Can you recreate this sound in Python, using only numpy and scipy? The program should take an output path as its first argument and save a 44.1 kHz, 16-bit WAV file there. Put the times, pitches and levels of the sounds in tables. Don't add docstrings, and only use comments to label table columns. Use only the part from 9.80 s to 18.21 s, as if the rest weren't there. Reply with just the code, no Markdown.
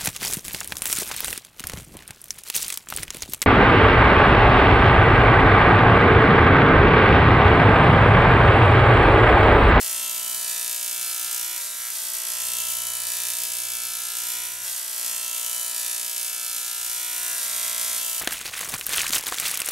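import sys
import numpy as np
from scipy import signal
from scipy.fft import rfft, irfft, next_fast_len
from scipy.io import wavfile
from scipy.ndimage import uniform_filter1d

SR = 44100
rng = np.random.default_rng(int(sys.argv[2]) if len(sys.argv) > 2 else 0)


def boost_factor(decibels):
    exponent = np.asarray(decibels, float) / 20
    return 10 ** exponent


def pcm_store(signal):
    levels = np.round(np.clip(np.atleast_2d(signal), -1, 1) * 32767)
    wavfile.write(sys.argv[1], SR, levels.astype(np.int16).T)


N = 370881

# pitch_hz, level_db
AIR_COLOUR = [(20, -1.5), (35, -9), (50, -19), (70, -6.5), (130, -2), (250, -5.5), (350, -6.5), (600, -4.5),
              (1500, -5.5), (4000, -38)]
# start_s, level_db
RUMBLE_LEVEL = [(0.0, -78), (2.2, -90), (6.3, -83), (6.6, -90), (7.1, -72), (7.6, -76), (8.2, -69),
                (8.41, -73)]
# start_s, pitch_hz, level_db
DRONE_GLIDE = [(2.2, 93.5, -82), (2.33, 94.4, -73), (2.6, 94, -72), (2.66, 95, -63), (3.25, 97.7, -62),
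               (3.4, 104.5, -66), (3.7, 104.4, -65), (4.02, 109, -65), (4.3, 106.4, -73), (4.83, 108, -64),
               (5.05, 100, -85)]
# centre_s, depth_db
DRONE_DIPS = [(3.33, 13), (3.58, 10), (3.67, 22), (4.14, 10), (4.24, 18)]

# start_s, level_db
ARC_SURGE = [(0.0, -29.5), (0.02, -29.5), (1.5, -30), (1.92, -34.5), (2.58, -29.5), (3.61, -29.5),
             (4.0, -31), (4.54, -31), (4.78, -36.5), (4.87, -33), (5.15, -32.5), (5.22, -30), (5.5, -31),
             (5.57, -29.5), (7.17, -31.5), (7.5, -30), (7.82, -28), (8.39, -29), (8.41, -29)]
# age_s (at usual pace), height (0-1),
# snap_db (peak above arc level, before trims), room_db (scattered room against snap, before trims)
CLIMB_SHAPE = [(0, 0.03, 22, 5), (.4, .05, 22.5, 3.5), (.7, 0.28, 23, 2), (1.0, 0.32, 22.5, 2.5),
               (1.25, 0.47, 23, 2.5), (1.55, 0.56, 22.5, 2), (1.7, .51, 22.5, 3), (1.95, 0.64, 23, 2),
               (2.3, .9, 23, 4), (2.72, 0.95, 23.5, 3.5)]
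# start_s,
# place (0 foot of the rods, 1 top, above 1.05 odd spots where it lingers)
ARC_TRACK = [(0, 0.15), (.5, .36), (1.25, 0.71), (1.77, 0.93), (1.78, 1.15), (1.86, 1.22), (2.1, 1.07),
             (2.11, 0.012), (4.84, 1), (4.85, 0.01), (5.45, 0.24), (5.9, .41), (6.5, .66), (7.25, 0.91),
             (7.55, 1.05), (7.56, 1.2), (7.63, 1.24), (7.8, 1.28), (8.17, 1.27), (8.19, 0.26), (8.41, 0.34)]
# first_s, last_s, struck_s, place_ms (in the mains cycle), drift_ms_per_s
SPARK_TRAINS = [(0.009, 1.77, -.95, 13.01, -.345), (1.775, 2.1, 1.775, 12.538, -.31),
                (1.799, 2.11, -.61, 1.844, .03), (2.115, 4.874, 2.115, 1.803, -.08),
                (4.576, 4.838, 2.115, 12.39, .1), (4.843, 7.555, 4.843, 12.45, .034),
                (7.56, 8.41, 7.56, 12.54, -.18)]
# first_db, last_db
TRAIN_SHARE = [(0, 0.7), (1, -5.5), (-4.5, -1), (1, -0.5), (-18, -4), (1, 0.1), (-0.5, 0.5)]
TRAIN_RINGS = [1, 1, 0, 1, 0, 1, 1]
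RELAPSES = [4.947, 7.58]
# moment_s, stronger_db
UNEVEN_SPARKS = [(0.296, 2), (0.546, 2.5), (1.23, 1), (1.779, 3), (1.796, -12), (2.069, 1), (2.096, -17),
                 (2.103, 3.5), (3.636, 4), (4.053, 1), (5.68, -3), (5.93, -4), (6.064, 2.5), (6.38, 1.5),
                 (6.514, -4), (7.58, 2), (8.147, 1), (8.164, 1), (8.18, 1), (8.197, -2)]

# pitch_hz, level_db
SNAP_COLOUR = [(60, -57), (100, -23.5), (300, -14), (700, -5.5), (1300, -17.5), (2000, -13), (2950, -5.5),
               (5000, -4), (8500, 2), (11900, 2.5), (15700, -4.5)]
# pitch_hz, level_db
FICKLE_COLOUR = [(200, -28), (500, -14), (1000, -6), (1400, -3), (2000, 1), (3000, 0), (5000, 0),
                 (8000, -2), (16000, 5)]
# pitch_hz, level_db
TOPMOST_COLOUR = [(7500, -46), (10500, -10), (13000, -2)]
# low_ms and high_ms (delay with the arc low, high),
# low_db and high_db (against snap), lag_ms (left later); all but the first are then coloured by the walls
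CLEAR_ECHOES = [(3.016, 3.0, -6.5, -6.5, 0.0), (1.43, .86, -13.5, -12.5, .021),
                (.51, 1.01, -14.5, -15.5, -.021), (4.43, 4.09, -13.5, -15.5, -.031),
                (5.51, 3.91, -14.5, -18.5, .031), (13.41, 11.31, -17.5, -13.5, .031),
                (16.31, 14.71, -17.5, -14.5, -.031), (6.61, 6.16, -20.5, -13.5, .021),
                (13.51, 14.01, -13.5, -22.5, -.021), (11.71, 9.31, -14.5, -16.5, .041),
                (10.11, 9.76, -17.5, -15.5, -.041)]
# pitch_hz, level_db
WALL_COLOUR = [(100, -11), (700, -12), (1500, 1.5), (2500, -2), (6000, -2.5), (12000, -5), (16000, -9.5)]

STANDING_LEVELS = [(-85.0, -80.0, -79.5, -81.0, -83, -80, -84, -91, -85, -77.0, -90.0, -91, -76),
                   (-79.0, -74.5, -82, -76, -81, -80.0, -82, -81.0, -78.0, -77.0, -95.0, -76.0, -73),
                   (-68.0, -66.5, -67.5, -68.5, -70, -70.0, -71.0, -70, -71.5, -69, -75.0, -67, -65.5),
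                   (-74, -72.5, -75.0, -78, -79.0, -82.0, -78, -76.0, -71.5, -70.0, -70.0, -72.0, -77.0),
                   (-71.0, -71, -72.0, -71.0, -69.5, -69.0, -65.5, -66.5, -62, -62.0, -69.0, -77, -70),
                   (-71, -68.5, -69.0, -70.0, -71, -70.5, -71.0, -71.0, -70, -76.0, -71.0, -78, -66),
                   (-66, -64.0, -65.0, -66.0, -67.0, -68.0, -71, -72.0, -69.0, -63, -71.0, -67.0, -65.0),
                   (-76.0, -77.0, -71, -68, -67, -65.5, -65, -63.5, -64.0, -62, -70.0, -68, -70),
                   (-64, -60.5, -62.5, -64, -66.5, -67.0, -70, -78.0, -76.0, -83, -64, -62.5, -59),
                   (-59.0, -58.5, -59, -59, -58.5, -59, -60.5, -65, -62.0, -55.5, -81, -56, -55.5),
                   (-66.0, -64.0, -63.0, -62.5, -63.0, -63.0, -65, -61.0, -58.5, -56, -59.0, -68, -58),
                   (-65, -68.0, -71, -67, -68, -70, -64, -66.5, -64, -66, -63.0, -72, -71),
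                   (-66.0, -66, -69, -70, -69, -69, -67.5, -64, -67.5, -66, -81.0, -68, -67.0),
                   (-55.5, -57.5, -61, -63.0, -65, -73, -91, -71.0, -67.0, -84, -65.0, -62, -62.0),
                   (-65, -69, -58.5, -57, -55.5, -56.5, -59.0, -57.0, -52.5, -58.5, -53.0, -59.5, -61.0),
                   (-64, -56, -60, -60.0, -66, -77.0, -68, -63, -55.5, -52, -77, -59.0, -53.5),
                   (-61, -59, -63, -61, -61, -65.5, -65, -66, -71, -64.0, -64.0, -60.0, -61),
                   (-67, -66, -63, -64.0, -66, -71.0, -71, -77.0, -66, -58, -58, -63.5, -59),
                   (-57, -61, -70, -70, -74, -74, -67, -64.0, -75, -67.0, -61, -58, -63),
                   (-62, -78, -77.0, -70, -57, -59, -58, -55.5, -56.5, -67.0, -57.0, -61, -71),
                   (-59.0, -54, -50.5, -51.0, -55.5, -66.0, -51.5, -59, -58, -55, -49, -59, -52.5),
                   (-73.0, -59, -59.5, -59.0, -62, -59.5, -55.5, -49.5, -53.5, -62, -50, -51.0, -52.5),
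                   (-59.0, -59.0, -61, -59, -62, -65, -57, -69, -51.5, -47, -61, -69, -74),
                   (-59.0, -75, -73, -68.0, -64, -80, -69, -69.0, -56, -59, -65.0, -68, -74.0),
                   (-53.5, -59, -72, -64, -62.0, -65.0, -54, -58, -67, -55, -57, -52, -59),
                   (-57.5, -54.5, -62, -63, -62, -56, -67, -53, -56, -50, -51, -58.0, -57),
                   (-58, -58.0, -58.5, -56.0, -53.5, -59, -61, -53, -68, -52, -48, -61, -53),
                   (-61.0, -64, -63.0, -58.0, -52, -60.0, -54, -53, -57.5, -48.5, -58, -68, -64),
                   (-66.0, -53, -69, -78, -62.0, -64, -71, -68, -59, -83, -62.0, -55, -71.0),
                   (-67, -76, -64, -59, -68, -74, -81.0, -79.0, -67, -86.0, -79.0, -58, -66.0),
                   (-59, -53.0, -61, -70, -53.5, -61.0, -75.0, -72, -50.5, -52, -49.0, -57, -55.0),
                   (-54, -55, -63, -77, -63, -70.0, -68, -78.0, -56, -50.0, -65, -56, -69.0),
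                   (-54, -62, -60, -58, -61, -78, -64, -55, -85, -72, -51, -60, -49),
                   (-78, -61, -57, -66.0, -57, -57, -62, -66, -60, -53, -48, -57.0, -52),
                   (-82, -63, -86.0, -77, -70, -74.0, -93, -61.0, -51, -70.0, -78.0, -61.0, -88),
                   (-59.0, -56.0, -66, -73.0, -65, -64, -57.0, -61, -61.0, -64, -62.0, -77.0, -78),
                   (-65.0, -61, -59.0, -55.0, -70, -58, -55, -76, -52, -65.0, -47.0, -60, -52.0),
                   (-72.0, -62, -63, -66, -56.0, -54, -50.5, -52.5, -55, -55.0, -54.0, -51.0, -55),
                   (-65.0, -60, -62, -58, -51, -60, -63, -74.0, -47, -50.0, -59.0, -67, -52),
                   (-64.0, -53, -64.0, -64, -81.0, -82, -81.0, -58, -58, -66.0, -55, -66, -62),
                   (-57, -59, -83, -64, -60, -60.0, -73.0, -63.0, -65, -80.0, -69.0, -72.0, -56),
                   (-65.0, -72, -60, -63, -53, -61, -52, -56, -51, -75.0, -58, -62.0, -61),
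                   (-59.0, -58, -53, -69, -54.0, -56, -53, -66, -62.0, -56.0, -59.0, -52, -58),
                   (-60.0, -54, -46.5, -71, -61.0, -52, -50, -49.5, -52.0, -47, -62, -70, -54),
                   (-59, -59, -49, -67, -57, -59, -59, -61, -54, -49, -58, -67.0, -69),
                   (-71.0, -79, -85.0, -74.0, -89.0, -76.0, -78, -69, -85.0, -69, -54, -59, -75.0),
                   (-56.0, -62.0, -59, -65, -61, -78.0, -60, -50, -61.0, -55, -57.0, -59.0, -54),
                   (-55.0, -51.0, -60, -55, -55, -57, -68, -57, -49.5, -52, -61, -62.0, -63),
                   (-72, -59, -60, -43.5, -53.5, -51, -51, -60, -48, -60, -48.0, -60, -64),
                   (-57.0, -65, -49, -69, -57.0, -51, -56, -51, -53, -54.0, -65, -62, -56),
                   (-55, -58.0, -74, -60, -64, -61.0, -68, -55, -60.0, -59, -71.0, -62, -64),
                   (-79.0, -53, -62.0, -57, -65, -67.0, -65.0, -67, -73.0, -63.0, -59.0, -57, -63),
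                   (-52.0, -65, -49, -52.0, -60, -62, -62, -64, -65, -60.0, -64.0, -67, -49),
                   (-49, -57, -48.5, -72, -63, -53, -49, -71, -50, -50, -49, -67, -47.5),
                   (-61, -49.5, -56, -67.0, -68, -75, -59, -49, -56.0, -64, -66.0, -57.0, -50),
                   (-51, -66, -67.0, -71.0, -51, -56, -52, -65, -45.5, -68, -55.0, -65, -59),
                   (-65.0, -64.0, -66.0, -83.0, -71, -74.0, -68.0, -74, -68, -62.0, -53, -58, -58),
                   (-77.0, -56.0, -58, -56, -65, -66.0, -54, -60, -73, -65, -56.0, -57, -61),
                   (-65, -63, -47.5, -64.0, -50.0, -54, -52.0, -55.0, -52, -53, -56.0, -48, -60),
                   (-58, -55, -63, -59, -52, -61, -55, -50.5, -54, -53, -50.0, -57.0, -51),
                   (-47, -71.0, -58, -70, -50, -52.5, -58, -51, -52, -48, -59.0, -69, -55.0),
                   (-61.0, -59.0, -81.0, -73.0, -65.0, -63.0, -60.0, -61, -55, -57, -58.0, -56, -79.0),
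                   (-55.0, -69, -59.0, -53, -61.0, -74, -62.0, -60, -73.0, -72.0, -75.0, -45, -57.0),
                   (-59.0, -67, -70, -52, -51, -52, -66.0, -68, -52, -67, -74.0, -63, -53),
                   (-76, -60, -80, -64, -58, -50, -70, -47, -62, -54.0, -63, -55.0, -71)]
STANDING_PLACES = [.03, .14, .25, .36, .47, .58, .69, .8, .91, 1.02, 1.1, 1.2, 1.3]
# delay_ms, kept (share 0-1), stretch (share of delay, foot to top)
WALL_BOUNCES = [(3.01, 0.84, 0.0013), (10.3, 0.87, -.012), (6.7, 0.84, 0.01386), (4.7, 0.43, -.02)]
# pitch_hz, level_db
PATHS_ABOVE = [(3800, -60), (3900, -6), (4020, 0)]

# pitch_hz, level_db
PORT_LEAK = [(150, -22), (400, -23), (700, -10.5), (1100, -12.5), (1400, -16), (2000, -28), (4000, -10.5),
             (16000, -26)]
# pitch_hz, level_db
UPPER_EDGE = [(15720, 0), (15770, -20), (15850, -22), (15900, -55), (16300, -80)]

MAINS_HZ = 59.99
FARTHER_MS, CLIMB_S = 0.58, 2.72
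STANDING_ARC_DB = -30.5
FIRST_HARMONIC, STANDING_TURN = 2, -1.77


def coloured(x, spectrum, turn=0):
    count = x.shape[-1]
    size = next_fast_len(count + 4096)
    hz, db = np.transpose(spectrum)
    grid = np.maximum(np.arange(size // 2 + 1) * SR / size, 1)
    gain = boost_factor(np.interp(np.log(grid), np.log(hz), db))
    return irfft(rfft(x, size) * gain * np.exp(1j * turn), size)[..., :count]


def clicks(seconds, sizes, fine_steps=4):
    length = N * fine_steps
    place = np.clip(seconds.ravel() * SR * fine_steps, 0, length)
    whole, part = place.astype(int), place % 1
    sizes = sizes.ravel() * (place > 0)
    fine = np.bincount(whole, sizes * (1 - part), length + 2)
    fine[1:] += np.bincount(whole, sizes * part, length + 2)[:-1]
    return fine_steps * signal.resample_poly(fine[:length], 1, fine_steps)


def room_air(air_db=-66.5, side_db=-2):
    mid, side = coloured(rng.standard_normal((2, N)), AIR_COLOUR)
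    air = boost_factor(air_db) / mid.std() * (mid + boost_factor(side_db) * side * [[1], [-1]])
    s, db = np.transpose(RUMBLE_LEVEL)
    band = signal.butter(2, [57, 70], "band", fs=SR, output="sos")
    rumble = signal.sosfilt(band, rng.standard_normal(N))
    return air + boost_factor(np.interp(np.arange(N) / SR, s, db)) * rumble / rumble.std()


def drone(dip_s=0.021, octave_db=-12, flicker_db=4):
    s, hz, db = np.transpose(DRONE_GLIDE)
    t = np.arange(N) / SR
    phase = 2 * np.pi * np.cumsum(np.interp(t, s, hz)) / SR
    level_db = np.interp(t, s, db)
    dip_db = sum(depth * np.exp(-((t - at) / dip_s) ** 2) for at, depth in DRONE_DIPS)
    flicker = np.interp(t, np.arange(200) / 20, rng.standard_normal(200))
    fade = np.interp(t, [s[0] - 0.1, s[0], s[-1], s[-1] + 0.043], [0, 1, 1, 0])
    low_tone = boost_factor(level_db - dip_db) * np.sin(phase)
    octave = boost_factor(level_db + octave_db + flicker_db * flicker) * np.sin(2 * phase)
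    left_right = boost_factor([[1.2], [-1.2]])
    return np.sqrt(2) * fade * (low_tone + octave) * left_right


def paths(count, t60_s=0.5, room_db=3):
    draw = rng.random((count, 3))
    delay = 0.0004 - t60_s / np.log(1000) * np.log(draw[:, 0]) * 0.7
    size = np.cos(2 * np.pi * draw[:, 2]) * boost_factor(-17 * delay / t60_s)
    slide = -0.0024 * draw[:, 1] ** 1.428 + 0.000391
    lag = 2.8e-5 * rng.standard_normal(count)
    return delay, slide, size * boost_factor(room_db) / np.linalg.norm(size), lag


def sparks(uneven_db=0.9, steady_ms=0.004, unsteady_ms=0.087, settle_s=0.036):
    rows = []
    cycle = np.arange(-30, N / SR * MAINS_HZ) / MAINS_HZ
    since, *columns = np.transpose(CLIMB_SHAPE)
    for train, share_db, rings in zip(SPARK_TRAINS, TRAIN_SHARE, TRAIN_RINGS):
        first, last, struck, place_ms, drift = train
        s = np.clip(cycle + place_ms / 1000, first, last)
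        age = s - struck
        travel_ms = FARTHER_MS * (age / CLIMB_S) ** 2
        moment = cycle + (place_ms + drift * (s - first) + travel_ms) / 1000
        going = (moment <= last) & ((moment >= first) | (first < 0.02))
        place = np.interp(s, *np.transpose(ARC_TRACK))
        along = np.where(place < 1.05, place * CLIMB_S, age)
        height, snap_db, room_db = (np.interp(along, since, c) for c in columns)
        arc_db = np.interp(s, *np.transpose(ARC_SURGE))
        db = snap_db + arc_db + np.interp(s, [first, last], share_db)
        ringing_db = arc_db - 200 * (1 - rings)
        rows.append(np.array([moment, height, db, room_db, age, place, ringing_db])[:, going])
    moment, height, db, room_db, age, place, ringing_db = np.hstack(rows)
    for s in RELAPSES:
        again = np.argmin(abs(moment - s))
        moment[again] += FARTHER_MS / 1000
        height[again], place[again] = 1, 1
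    jitter_ms = steady_ms + unsteady_ms * np.exp(-age / settle_s)
    chance = rng.standard_normal((len(moment), 2))
    sharp_db = uneven_db * chance[:, 0]
    for s, stronger_db in UNEVEN_SPARKS:
        sharp_db[np.argmin(abs(moment - s))] = stronger_db
    moment = moment + jitter_ms / 1000 * chance[:, 1]
    return moment, height, db, room_db, sharp_db, place, ringing_db


def standing_hz():
    return MAINS_HZ * (FIRST_HARMONIC + np.arange(len(STANDING_LEVELS)))


def standing(moment, place, db, jitter_ms=0.0031):
    levels, hz = np.transpose(STANDING_LEVELS), standing_hz()
    when = moment + jitter_ms / 1000 * rng.standard_normal(moment.shape)
    length = next_fast_len(N + 4096)
    grid = np.arange(length // 2 + 1) * SR / length
    low, out = grid < 4100, 0
    for share, level_db, at in zip(np.eye(len(levels)), levels, STANDING_PLACES):
        blend = np.interp(place, STANDING_PLACES, share)
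        size = blend * boost_factor(db - STANDING_ARC_DB) * SR / MAINS_HZ / np.sqrt(2)
        turn = np.full(len(grid), STANDING_TURN)
        for delay_ms, kept, stretch in WALL_BOUNCES:
            loop_s = delay_ms * (1 + stretch * (at if at < 1.05 else 0.25)) / 1000
            loop = np.exp(-2j * np.pi * grid[low] * loop_s)
            turn[low] += np.angle((kept + loop) / (1 + kept * loop))
        spectrum = [(60, -110), *zip(hz, level_db), (4020, -120)]
        out = out + coloured(clicks(when, size), spectrum, turn=turn)
    return out


def hollows(share=1.1):
    mean_db = np.mean(STANDING_LEVELS, axis=1)
    relief_db = share * (mean_db - uniform_filter1d(mean_db, size=7) - 2.0)
    return [*zip(standing_hz(), relief_db), (4020, 0)]


def arc(wriggle_ms=0.0067, beam_db=3.5, short_arc_loss=0.21):
    moment, height, db, room_db, sharp_db, place, ringing_db = (c[:, None] for c in sparks())
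    shape = rng.standard_normal((len(moment), 3))

    def heard(delay, size, lag, wriggle=1):
        seen = rng.standard_normal((np.shape(delay)[1], 3))
        along = wriggle * shape @ (seen / np.linalg.norm(seen, axis=1, keepdims=True)).T
        when = moment + delay + wriggle_ms / 1000 * along
        change = size * (boost_factor(sharp_db + beam_db * along[:, ::-1]) - 1)
        ports = [when + lag / 2, when - lag / 2]
        return np.array([[clicks(at, size), coloured(clicks(at, change), FICKLE_COLOUR)] for at in ports])

    low_ms, high_ms, low_db, high_db, lag_ms = np.transpose(CLEAR_ECHOES)
    after = (low_ms + (high_ms - low_ms) * height) / 1000
    echo = boost_factor(db + low_db + (high_db - low_db) * height)
    lag = lag_ms / 1000
    near = heard(0 * height, boost_factor(db), 0, wriggle=0)
    near += heard(after[:, :1], echo[:, :1], lag[:1], wriggle=0.49)
    order = np.argsort(moment[:, 0])
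    shortness = np.interp(np.arange(N) / SR, moment[order, 0], 1 - height[order, 0])
    near -= short_arc_loss * shortness * coloured(near, TOPMOST_COLOUR)

    far = heard(after[:, 1:], echo[:, 1:], lag[1:])
    delay, slide, size, path_lag = paths(count=1800)
    scattered = heard(delay + slide * height, size * boost_factor(db + room_db), path_lag)
    far = coloured(far + scattered, WALL_COLOUR)
    behind = round(low_ms[0] / 1000 * SR)
    far[..., behind:] += boost_factor(-13.0) * far[..., :-behind].copy()

    steady, change = np.swapaxes(near + far, 0, 1)
    alike = steady.mean(axis=0)
    direct = steady - alike + coloured(alike, PATHS_ABOVE) + coloured(change, hollows())
    unit = abs(coloured(np.arange(999) == 500, SNAP_COLOUR, turn=-1.8)).max()
    snaps = boost_factor(-0.47) / unit * coloured(direct, SNAP_COLOUR, turn=-1.61)
    return snaps + standing(moment, place, ringing_db)


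def scene():
    return arc() + drone() + room_air()


def band_limit(x):
    return signal.sosfilt(signal.butter(12, 16760, fs=SR, output="sos"), x)


def record(dry):
    unlike = coloured(dry.mean(axis=0), PORT_LEAK, turn=-1.67) * [[1], [-1]]
    mix = coloured(dry + unlike, UPPER_EDGE)
    return band_limit(mix)


dry = scene()
out = record(dry)
pcm_store(out)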